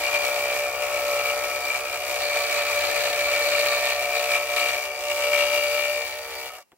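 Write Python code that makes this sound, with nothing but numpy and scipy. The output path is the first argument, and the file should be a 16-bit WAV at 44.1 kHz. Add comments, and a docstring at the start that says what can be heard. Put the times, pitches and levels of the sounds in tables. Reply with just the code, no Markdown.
"""A scroll saw on a bench, close to a two-port microphone. From the start its teeth rasp a pine board, whose modes
ring with the feed; the crank shakes arm and table at whole multiples of the stroke rate, the linkage clatters,
and the motor hums over a low rumble. At about 6.5 s the saw is switched off and runs down at once, with dull jolts
and loose rattles; the slack blade rings on thinly and a hand sets the board down with wooden taps.
Faint room noise lies under it all."""
import sys
import numpy as np
from scipy import signal
from scipy.fft import rfft, irfft, next_fast_len
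from scipy.io import wavfile
from scipy.ndimage import uniform_filter1d, map_coordinates

SR = 44100
rng = np.random.default_rng(int(sys.argv[2]) if len(sys.argv) > 2 else 0)


def int16_out(signal):
    """Quantize to a 16-bit WAV file."""
    q = np.round(np.clip(np.atleast_2d(signal).T, -1, 1) * 32767)
    wavfile.write(sys.argv[1], SR, q.astype(np.int16))


N = 298557
CATCH = .3  # share of the stroke at which the teeth meet the wood
# resonances of the saw body: (centre_hz, width_hz, relative_level_db)
BODY_MODES = [(586.3, 51, 3.5), (736, 44, 3), (918, 29, -4), (1151, 32, 3.5), (1307, 49, 2), (1426, 37, -4),
              (1620, 135, -9.5)]


def amp(db):
    """Decibels to amplitude."""
    return np.exp(np.asarray(db) * np.log(10) / 20)


def unit(x):
    """x at rms 1."""
    return x / np.sqrt(np.mean(x ** 2) + 1e-20)


def along(points, hz):
    """(Hz, value) points read on a log frequency axis."""
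    f, v = np.transpose(points)
    return np.interp(np.log(hz + 1), np.log(f + 1), v)


def curves(rows):
    """One value per sample for each column after the time; the end rows hold outwards."""
    s, *cols = np.transpose(rows)
    return [np.interp(np.arange(N) / SR, s, c) for c in cols]


def wobble(rate):
    """A smooth random curve, rate knots a second."""
    coarse = np.arange(0, N + 256, 256)
    knots = rng.standard_normal(int(N * rate / SR) + 4)
    return np.interp(np.arange(N), coarse, map_coordinates(knots, [coarse * rate / SR]))


def filtered(x, response):
    """x times a complex response of frequency."""
    m = next_fast_len(N + 8192)
    return irfft(rfft(x, m) * response(np.fft.rfftfreq(m, 1 / SR)), m)[..., :N]


def coloured(x, spectrum):
    """x through a (Hz, dB) spectrum, at rms 1."""
    return unit(filtered(x, lambda hz: amp(along(spectrum, hz))))


def rung(x, modes):
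    """x through causal resonances that leave white noise at its level."""
    def response(f):
        h = 0
        for k, (centre, width, db) in enumerate(modes):
            resonance = 1j * f * width / (centre * centre - f * f + 1j * f * width)
            h = h + (-1) ** k * amp(db) * resonance
        return h / np.sqrt(np.mean(np.abs(h) ** 2))
    return filtered(x, response)


def repeating(strokes, evenness):
    """Two unrelated noises, in part a pattern that returns on every stroke and drifts slowly."""
    memory, size = 0.96, 720  # likeness of one stroke to the next, points in a stroke
    fresh = rng.standard_normal((2, 490, size))
    patterns = signal.lfilter([1], [1, -memory], fresh, axis=1)[:, 40:]  # the first 40 only settle the drift
    kept = np.array([unit(np.interp(strokes * size, np.arange(p.size), p.ravel())) for p in patterns])
    share = np.clip(evenness, 0, 1)
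    return np.sqrt(share) * kept + np.sqrt(1 - share) * rng.standard_normal((2, N))


def burst(strokes, start, length):
    """A sudden rise at one point of each stroke, dying over a share of it."""
    since = (strokes - start) % 1
    return np.exp(-since / length) * np.minimum(since * 40, 1)


def blows(strokes, at, jitter):
    """One sharp blow a stroke, rms 1."""
    return unit(np.diff(np.floor(strokes - at + jitter * wobble(40)), prepend=-1) > 0)


def swell(strokes, peak, depth_db):
    """A smooth rise and fall once a stroke."""
    return amp(depth_db * np.cos(2 * np.pi * (strokes - peak)))


def per_stroke(strokes, spread_db):
    """Each stroke is a little louder or softer."""
    return amp(spread_db * rng.standard_normal(500))[strokes.astype(int)]


def driven(evenness):
    """Level in dB of every part that the feed pressure drives, each wavering a little on its own."""
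    # how hard the board is pushed into the blade: (time_s, pressure_db)
    feed = [(0.0, 1), (0.6, 2.5), (0.72, -2), (0.92, 1), (1.28, 2.5), (1.52, -0.5), (1.76, 0), (1.84, -1),
            (1.92, -2.5), (2.36, 2), (3.28, 2), (3.6, 4), (3.84, 3.5), (4.08, -1), (4.16, 2.5), (4.4, 0.5),
            (4.48, -1.5), (4.6, 3), (4.72, 0.1), (4.96, -6), (5.12, 0), (5.4, 2.5), (5.8, 3), (5.88, 2),
            (6.2, -8.5), (6.48, -6.5)]
    # the blade bites briefly into harder grain: (centre_s, surge_db, half_length_s)
    surges = [(0.052, 3.5, 0.043), (0.151, 4.5, 0.032), (0.253, 1.5, 0.026), (1.302, 2.5, 0.021),
              (1.71, 3.5, 0.093), (1.946, 3.5, 0.048), (2.964, 4.5, 0.011), (3.624, -0.5, 0.036),
              (4.15, 1.5, 0.047), (4.246, 0.5, 0.02), (4.313, 2.5, 0.012), (4.355, 4.5, 0.043),
              (4.574, 4.5, 0.016), (4.704, 1.5, 0.05), (5.11, 3.5, 0.019), (5.234, 2, 0.04),
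              (5.343, 4, 0.032), (5.403, 4.5, 0.049), (5.56, 2, 0.049)]
    # as the board is turned the grain and the overhang change:
    # (time_s, board_db, rasp_db, table_db, blade_db, teeth_ring_db)
    turning = [(0, 1, 1, -2.5, -2, 2), (0.499, 0, -1, 0.5, 2, -3.5), (1.2, -3, -2.5, 2, 0, -3.5),
               (1.7, 1, -2, -2.5, -5, -1.5), (2.3, 0, 0.7, 1.2, -3, 4.5), (3.1, 0, 1.5, 1, 1.5, 4),
               (3.8, 1.8, 0, 1, 4, 3), (4.3, 1.7, 1, -1.5, -3, -0.5), (4.75, 2.5, 3, -1.5, 4.5, 6),
               (5.2, -2.5, 2, 2, -1.5, -4.5), (5.9, -0.6, -1, -1, 1.5, -0.5), (6.1, 0, 6.5, 0, -4, 8),
               (6.25, 3.5, 4.5, 2, -8, 6), (6.48, -3.5, 3, -8, -1, 7)]
    # part: (base_db, db_per_pressure_db, db_per_evenness, wavering_db, share_of_surge, db_once_let_go)
    followers = {"board": (-30, 1.09, 2, -0.14, 1.83, -3), "blade": (-47, 1.1, 13, 2.5, 2.5, -3),
                 "rasp": (-35, 1.45, -3.5, 0.5, 1.13, 3.5), "body": (-32.5, 0.71, -5.5, 0.2, 0.93, -1.5),
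                 "clatter": (-41.5, 0.8, 0, -1.1, 0.77, -1),
                 "table": (-32.5, 1.12, 1.94, -0.34, 0.44, -12.5),
                 "teeth": (-39.5, 2.53, -6.5, 1.8, 1.2, 5), "arm": (-43.5, 1, 1.5, 0.7, 0, 5)}
    unsteady_db = 0.31  # the hands never push quite evenly
    let_go_s, let_go_length_s = 6.03, .04  # the guiding hand leaves the board

    t = np.arange(N) / SR
    pressure_db = curves(feed)[0] + unsteady_db * wobble(22.035)
    surge_db = sum(db * np.maximum(1 - np.abs(t - s) / half, 0) for s, db, half in surges)
    free = np.clip((t - let_go_s) / let_go_length_s, 0, 1)
    turned = dict(zip(("board", "rasp", "table", "blade", "teeth"), curves(turning)))
    level = {}
    for part, (db, slope, lean_db, waver_db, share, free_db) in followers.items():
        fed_db = db + slope * pressure_db + share * surge_db
        own_db = turned.get(part, 0) + lean_db * evenness + waver_db * wobble(18)
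        level[part] = fed_db + own_db + free_db * free
    return level


def tooth_rasp(strokes, level, evenness, bite):
    """The teeth tear fibres most strongly on the down stroke: broad noise, and a ring of the teeth."""
    # broad colour of the rasp: (frequency_hz, relative_density_db)
    rasp_colour = [(180, -63), (300, -26.5), (519, -5.5), (582, -33), (974, -51), (1310, -12), (2020, -5),
                   (2350, -2), (3060, -5.5), (3860, -7), (15800, -27.5)]
    # ring of the teeth: (centre_hz, width_hz, relative_level_db)
    tooth_modes = [(3810, 120, 4), (3955, 110, 6), (4340, 130, 7), (4663, 90, 5), (6480, 71, -3),
                   (7580, 320, -8)]
    grit = amp(3.66 * rng.standard_normal(N // 40 + 1)).repeat(40)[:N]  # single fibres tear louder
    gate = 0.32 + burst(strokes, 0.17, 0.63) + 0.21 * burst(strokes, 0.68, 0.1)
    teeth = unit(bite * grit * gate * repeating(strokes, 0.4 * evenness))
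    broad = amp(level["rasp"] + 2.5) * coloured(teeth, rasp_colour)
    return broad + amp(level["teeth"]) * rung(teeth[::-1], tooth_modes)  # the two noises swapped


def board_ring(strokes, board_db, evenness, bite, high):
    """Slaps and chatter ring the modes of the board, while noise sings at the loaded blade's own tone."""
    # modes of the board: (centre_hz, width_hz)
    board_modes = [(1783, 40), (1860, 40), (2255, 40), (2308, 36), (2385, 55), (2530, 60)]
    # which modes sound depends on where the hands hold the board: (time_s, then relative_db of each mode)
    grip = [(0, -21, -15, -11, -2, 1, -19.5), (.7, -9, -17, -16.5, -2, -0.5, -5),
            (1.4, -19, -12.5, -16, 2, -2, -15), (2, -24, -28, -17, -8.5, -3.5, -12.5),
            (2.3, -10, -19, -30, 1, -3.5, -11), (3.1, -7.5, -21, -16, -1.5, -6.5, -7.5),
            (3.8, -10, -17, -18, -2.5, -3, -9.5), (4.3, -20, -16, -23, -1.5, -4.5, -10),
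            (4.7, -16.5, -12.5, -15, 1, -4, -17), (5.2, -18, -16, -14, 1.5, -5, -19.5),
            (5.95, -19, -17, -15, 0.5, -2, -19), (6.15, -29, -10.5, -8, 0, -10, -17),
            (6.5, -23, -14, -6, 1, -17, -18)]
    # the loaded blade's own tone: (centre_hz, width_hz, relative_level_db)
    whine = [(2311, 14, 0)]
    flutter_db = 1.2  # each mode flutters on its own

    slap = evenness * blows(strokes, CATCH + 0.0623, jitter=0.0036)  # lifts, slaps back just after the catch
    chatter = (1.1 - evenness) * repeating(strokes, 0.49)
    push = high * bite * amp(board_db) * (slap + chatter)
    board = 0
    for k, ((hz, width), db) in enumerate(zip(board_modes, curves(grip))):
        mode = rung(amp(db + flutter_db * wobble(14)) * push, [(hz, width, 0)])
        board = board + (-1) ** k * mode
    sing = high * amp(board_db - 4.5) * (1 - evenness) * rng.standard_normal((2, N))
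    board = board + rung(sing, whine)
    # the ring waxes and wanes unevenly with the stroke
    return board * swell(strokes, .66 + .04 * wobble(30), depth_db=1.8 + .6 * wobble(25))


def blade_ring(strokes, blade_db, evenness, bite, high):
    """The catch plucks the blade once a stroke, over a rougher noise when the cut is uneven."""
    # resonances of the blade: (centre_hz, width_hz, relative_level_db)
    blade_modes = [(2762, 12, -7.5), (2788, 110, -6.5), (2870, 44, -10.5)]
    pluck = 0.96 * evenness * blows(strokes, CATCH, jitter=0.0035)
    rough = (1.1 - evenness) * repeating(strokes, 0.34)
    return rung(high * bite * amp(blade_db + 2.5) * (pluck + rough), blade_modes)


def body_shudder(strokes, body_db, evenness, bite, low):
    """Noise that swells twice a stroke shudders through the resonances of the saw body."""
    shudder = swell(2 * strokes, 0.7, depth_db=3.5) * repeating(strokes, 0.92 * evenness)
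    return rung(low * bite * amp(body_db + 1.5) * shudder, BODY_MODES)


def cutting(strokes, level, evenness, bite, low, high):
    """The teeth catch with a blow, then rasp, feeding blade, board and saw body."""
    out = high ** 1.1 * tooth_rasp(strokes, level, evenness, bite)
    out += board_ring(strokes, level["board"], evenness, bite, high)
    out += blade_ring(strokes, level["blade"], evenness, bite, high)
    return out + body_shudder(strokes, level["body"], evenness, bite, low)


def shaking(strokes, table_db, shake_db):
    """Clean multiples of the stroke rate; the ninth to eleventh meet resonances of table and arm."""
    # (multiple_of_stroke_rate, relative_level_db); levels of 9 to 11 are set below instead
    multiples = [(1, -51), (2, -33), (3, -67), (4, -34.5), (5, -29.5), (6, -23), (7, -13.5), (8, -13),
                 (9, 0), (10, -18.5), (11, -5.5), (12, -16), (13, -16), (14, -18), (15, -30.5), (16, -24.5),
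                 (17, -16), (18, -17), (19, -35.5), (20, -25.5), (21, -24), (22, -16.5)]
    # level of the arm resonance: (time_s, level_db)
    arm_resonance = [(0.0, -36), (0.64, -42), (2.24, -35.5), (3.52, -48), (4.24, -29), (4.4, -40),
                     (4.56, -33), (4.72, -36), (5.36, -42.5), (5.76, -52), (6.24, -68), (6.48, -49.5)]
    arm_db, = curves(arm_resonance)
    pull = 0.37 * (table_db + 36.0) + 0.31 * (shake_db + 53.0)  # feed pressure and free shaking drive the others
    strokes = strokes + .006 * wobble(18)  # the crank never turns quite evenly
    out = 0
    for k, db in multiples:
        if k == 9:
            level_db = table_db + 5.0 + 1.5 * wobble(25)
        elif k == 10:
            level_db = table_db - 14 + 2.6 * wobble(3.36)
        elif k == 11:
            level_db = arm_db + .5 + 3.3 * wobble(22.32)
        else:
            level_db = db - 30.0 + pull + 2.0 * wobble(12)
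        lead = np.arctan((k - 9) * 3) / (2 * np.pi)  # the push builds up over the stroke and lets go quickly
        out = out + amp(level_db) * np.cos(2 * np.pi * (k * (strokes - .8) + lead))
    return out


def linkage(strokes, clatter_db, arm_db, evenness):
    """The joints strike at the same points of every stroke and ring the steel arm."""
    # slack taken up in the linkage: (share_of_stroke, relative_level_db)
    contacts = [(.17, 4), (.265, 3), (.36, 3.5), (.68, 1)]
    # broad colour of the clatter: (frequency_hz, relative_density_db)
    clatter_colour = [(530, -61), (900, -3), (1160, -13.5), (1530, -27.5), (1920, -7.5), (2130, -8.5),
                      (2290, 4), (2490, -37), (2740, -13.5), (5240, -9), (6830, -11), (11800, -17.5),
                      (13200, -13), (14400, -21), (15800, -19.5)]
    # ring of the steel arm: (centre_hz, width_hz, relative_level_db)
    arm_modes = [(4680, 110, 4), (5200, 300, 0), (5500, 240, 3.5), (6350, 150, 0), (8470, 440, -3),
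                 (12200, 300, -2), (14300, 560, 6.5), (15600, 600, -5), (11200, 300, 8)]
    gate = 0.61
    for at, db in contacts:
        strength = amp(db) * per_stroke(strokes - at + 1, spread_db=0.5)
        gate = gate + strength * burst(strokes, at, 0.041)
    rattle = unit(gate * per_stroke(strokes, spread_db=0.5) * repeating(strokes, 0.95 * evenness ** 3))
    clatter = amp(clatter_db + 8.5) * coloured(rattle, clatter_colour)
    struck = per_stroke(strokes, spread_db=1.5) * rattle[::-1]  # the two noises swapped
    return clatter + amp(arm_db) * rung(struck, arm_modes)


def motor(strokes, rumble_db):
    """Magnet hum, beaten by the stroke into side tones, over a low rumble."""
    # hum lines: (hum_hz, multiple_of_stroke_rate_added, relative_level_db)
    hum_lines = [(400, -5, -64), (400, -1, -63), (400, 0, -55), (400, 1, -46), (400, 2, -52), (400, 3, -46),
                 (800, -4, -54), (800, -3, -46), (800, -1, -45), (800, 1, -53), (-800, 21, -51),
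                 (-800, 22, -50)]
    # level of all the lines: (time_s, relative_level_db)
    hum_level = [(0, -6.5), (1.4, -2.5), (2.1, -1.5), (2.4, -3.5), (3.9, -1.5), (4.9, -0.5), (6.47, -0.5),
                 (6.52, -16), (6.6, -62), (6.77, -75)]
    # colour of the rumble: (frequency_hz, relative_density_db)
    rumble_colour = [(12, -43), (20, -2.5), (76, 3.5), (222, -14.5), (289, -12.5), (323, 5.5), (357, -9),
                     (400, 0), (520, -27), (880, -120)]
    t = np.arange(N) / SR
    lines = 0
    for hz, multiple, db in hum_lines:
        strength = np.sqrt(2) * amp(db + 3.7 * wobble(10.0))
        lines = lines + strength * np.sin(2 * np.pi * (hz * t + multiple * strokes + rng.random()))
    out = amp(rumble_db + 1.5) * coloured(rng.standard_normal((2, N)), rumble_colour)
    out[0] += amp(curves(hum_level)[0]) * lines
    return out


def overtone(strokes):
    """A thin high tone of the blade, narrow filtered noise, comes and goes and swells with the stroke."""
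    # (time_s, relative_level_db)
    tone_level = [(0, -54), (.74, -57), (1.3, -54), (1.44, -48), (2.2, -59), (3.83, -60), (4.24, -60),
                  (4.385, -58), (4.405, -40), (4.43, -42), (4.46, -59), (4.59, -46), (5.0, -54),
                  (5.45, -45), (5.53, -41.5), (5.9, -44.5), (6.1, -51.5), (6.45, -52), (6.6, -80)]
    # (centre_hz, width_hz, relative_level_db)
    tone_modes = [(4642, 18, 0), (4700, 90, -9)]
    level_db = curves(tone_level + [(6.66, -100)])[0] + 4 + 2.9 * wobble(14)
    drive = amp(level_db) * rng.standard_normal((2, N))
    return swell(strokes, 0.94, depth_db=1.0) * rung(drive, tone_modes)


def rattles():
    """Loose parts rattle unevenly as the crank stops; each hit rings those nearest its pitch."""
    # (start_s, relative_level_db, pitch_that_rings_most_hz)
    hits = [(6.488, -38, 1250), (6.497, -38, 2330), (6.503, -37, 1250), (6.513, -40, 1250),
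            (6.522, -38, 2330), (6.532, -43, 1250), (6.542, -36, 2900), (6.556, -40, 2330),
            (6.57, -43, 2330), (6.586, -45, 1800), (6.603, -51.5, 2330), (6.614, -53.5, 4700),
            (6.626, -59, 2330)]
    # loose parts: (pitch_hz, t60_s)
    loose_parts = [(1250, .07), (1800, .04), (2330, .07), (2900, 0.062), (4700, .06)]
    out, t = np.zeros(N + SR), np.arange(SR // 8) / SR
    for s, db, near_hz in hits:
        for hz, t60 in loose_parts:
            decay_db = db + rng.normal(0, 2) - 60 * t / t60 - 40 * np.log2(hz / near_hz) ** 2
            tone = np.sin(2 * np.pi * hz * rng.normal(1, .015) * t)
            out[round(s * SR):][:len(t)] += amp(decay_db) * np.minimum(t / 0.0026, 1) * tone
    return out[:N]


def jolts():
    """The switch and the last turns of the crank shake the saw body with single dull blows."""
    # (start_s, blow_db before the filters)
    jolt_times = [(6.494, -14), (6.522, -15), (6.534, -13), (6.582, -12), (6.59, -17), (6.598, -19)]
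    blow = np.zeros(N)
    for s, db in jolt_times:
        blow[round(s * SR)] = amp(db)
    return rung(filtered(blow, lambda hz: 1 / (1 + 1j * hz / 650)), BODY_MODES)


def ringing_out():
    """The free blade rings out in one thin tone that outlasts the motor."""
    # start_s, pitch_hz, level_db, t60_s
    s, hz, db, t60 = (6.6, 2760, -64, .3)
    t = np.maximum(np.arange(N) / SR - s, 0)
    return amp(db - 60 * t / t60) * (1 - np.exp(-t / .015)) * np.sin(2 * np.pi * hz * t)


def knocks():
    """The board is set down: taps ring wood modes near each contact's pitch, over a dull scrape and a crack."""
    # (start_s, relative_level_db, contact_pitch_hz, relative_crack_db)
    taps = [(6.7185, -41, 1500, -48.5), (6.7252, -44, 1000, -58), (6.731, -44, 400, -61),
            (6.739, -45.5, 380, -66)]
    # modes of the wood: (pitch_hz, relative_level_db, t60_s), each detuned a little at every tap
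    wood_modes = [(365, 2.5, .03), (520, -3, .03), (720, -4, .03), (1000, -2, .03), (1390, -6, .025),
                  (1700, -6, .025), (2050, -6, .025), (2530, -7, .02), (3194, -6, .02)]
    out, scrape, t = np.zeros(N + SR), np.zeros(N + SR), np.arange(SR // 8) / SR
    for s, db, contact_hz, crack_db in taps:
        ring = 0
        for k, (hz, level, t60) in enumerate(wood_modes):
            decay_db = level + rng.normal(0, 2.14) - 60 * t / t60 - 3 * np.log2(hz / contact_hz) ** 2
            tone = np.sin(2 * np.pi * hz * rng.normal(1, 0.059) * t)
            ring = ring + (-1) ** k * amp(decay_db) * tone
        out[round(s * SR):][:len(t)] += amp(db - 8.5) * ring
        crack = amp(crack_db + 8 - 60 * t / .005)
        dull = amp(crack_db - 8 - 60 * t / .11)
        scrape[round(s * SR):][:len(t)] += (crack + dull) * rng.standard_normal(len(t))
    return out[:N] + filtered(scrape[:N], lambda hz: 1 / (1 + 1j * hz / 2500))


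def room():
    """Faint steady noise of the place, unrelated at the two ports."""
    # (frequency_hz, relative_density_db)
    room_colour = [(59, -26), (100, -6), (764, -4), (1410, -12), (2720, -10), (3440, -18.5), (4070, -15),
                   (15800, -17)]
    return amp(-68.5) * coloured(rng.standard_normal((2, N)), room_colour)


def ports(pair):
    """Direct and scattered sound mixed at two ports, with level, phase and likeness set by frequency."""
    # level of left over right: (frequency_hz, difference_db)
    left_over_right = [(60, 0), (110, 2), (200, 1.5), (380, 1), (700, 1), (1290, 2.5), (2380, 3), (4400, 1),
                       (8120, -6), (15000, -9.5)]
    # phase lead of the left, negative when it hears later: (frequency_hz, lead_radians)
    left_lead = [(0, -0.5), (1720, -0.04), (2930, -1.45), (4310, -3), (4570, -2), (4910, -3), (5600, -1.5),
                 (6800, -4.5), (7840, -1.5), (8790, -1), (11400, -5.5), (13000, -0.5), (13800, -6.5),
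                 (15900, -3.5)]
    # likeness of the ports: (frequency_hz, likeness from 0 to 1)
    alike = [(60, .85), (250, .75), (600, .97), (1300, .9), (1800, .72), (2400, .85), (3400, .4),
             (5000, .58), (9000, .45), (10500, .15), (15000, .28)]

    def response(hz):
        turn = np.arccos(np.clip(along(alike, hz), -1, 1)) / 2
        place = amp(along(left_over_right, hz) / 2) * np.exp(.5j * along(left_lead, hz))
        left = [np.cos(turn) * place, np.sin(turn) * place]
        right = [np.cos(turn) / place, -np.sin(turn) / place]
        return np.array([left, right])
    return filtered(pair, response).sum(axis=1)


def scene():
    """The saw cuts, is switched off and runs down, heard at both ports over the room."""
    # stroke rate under way: (time_s, strokes_per_s)
    speed = [(0.0, 65.107), (0.4, 64.702), (0.8, 65.182), (1.2, 64.486), (1.4, 65.135), (1.6, 65.06),
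             (1.8, 65.413), (2.4, 64.834), (2.8, 64.724), (3.3, 64.754), (3.7, 64.823), (4.6, 65.126),
             (4.8, 65.412), (5.4, 65.025), (5.8, 65.427), (6.48, 66.183)]
    # after the switch: (time_s, strokes_per_s, low_parts_db, high_parts_db); the first levels hold until then
    rundown = [(6.488, 69, -4.5, -3), (6.505, 65, -5, -11.5), (6.538, 61, -7, -11), (6.569, 63, -9, -10),
               (6.6, 47, -10, -23), (6.624, 45, -22, -25), (6.645, 36, -49, -60), (6.77, 28, -73, -80)]
    # share of the bite alike on every stroke: (time_s, share)
    evenness_curve = [(0, .45), (.4, .5), (1.4, .55), (2.1, .6), (2.3, .25), (3.9, .25), (4.2, .55),
                      (5.1, .8), (6, .9), (6.77, .9)]
    # slow shaking of the bench fades as the board covers the table, and is back by the switch:
    # (time_s, relative_shake_db, relative_rumble_db)
    bench = [(0, -49, -53), (1.1, -50.5, -52.5), (2, -59.5, -55.5), (3, -56, -51), (4.2, -60.5, -54),
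             (4.9, -65, -59), (5.5, -62, -53.5), (6, -61.5, -60), (6.48, -40.5, -59.5)]

    strokes = np.cumsum(curves(list(speed) + [row[:2] for row in rundown])[0]) / SR
    low, high = amp(curves(rundown)[1:])
    shake_db, rumble_db = curves(bench)
    evenness = np.clip(curves(evenness_curve)[0], 0, 1)
    level = driven(evenness)
    bite = per_stroke(strokes + .8, spread_db=1.02)

    saw = cutting(strokes, level, evenness, bite, low, high)
    saw += high * motor(strokes, rumble_db) + overtone(strokes)
    saw += high ** 0.66 * bite ** 0.34 * linkage(strokes, level["clatter"], level["arm"], evenness)
    shake = high * uniform_filter1d(bite, size=200) ** 0.73 * shaking(strokes, level["table"], shake_db)
    direct = shake + jolts() + rattles() + knocks() + ringing_out()
    scattered = 1.14 * wobble(4.004) * shake  # moving hands keep changing the scattered path
    saw += [direct, scattered]
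    return ports(saw) + room()


def record(dry):
    """The microphone keeps nothing above its band limit."""
    top_hz = 15780
    return filtered(dry, lambda hz: hz < top_hz)


dry = scene()
out = record(dry)
int16_out(out)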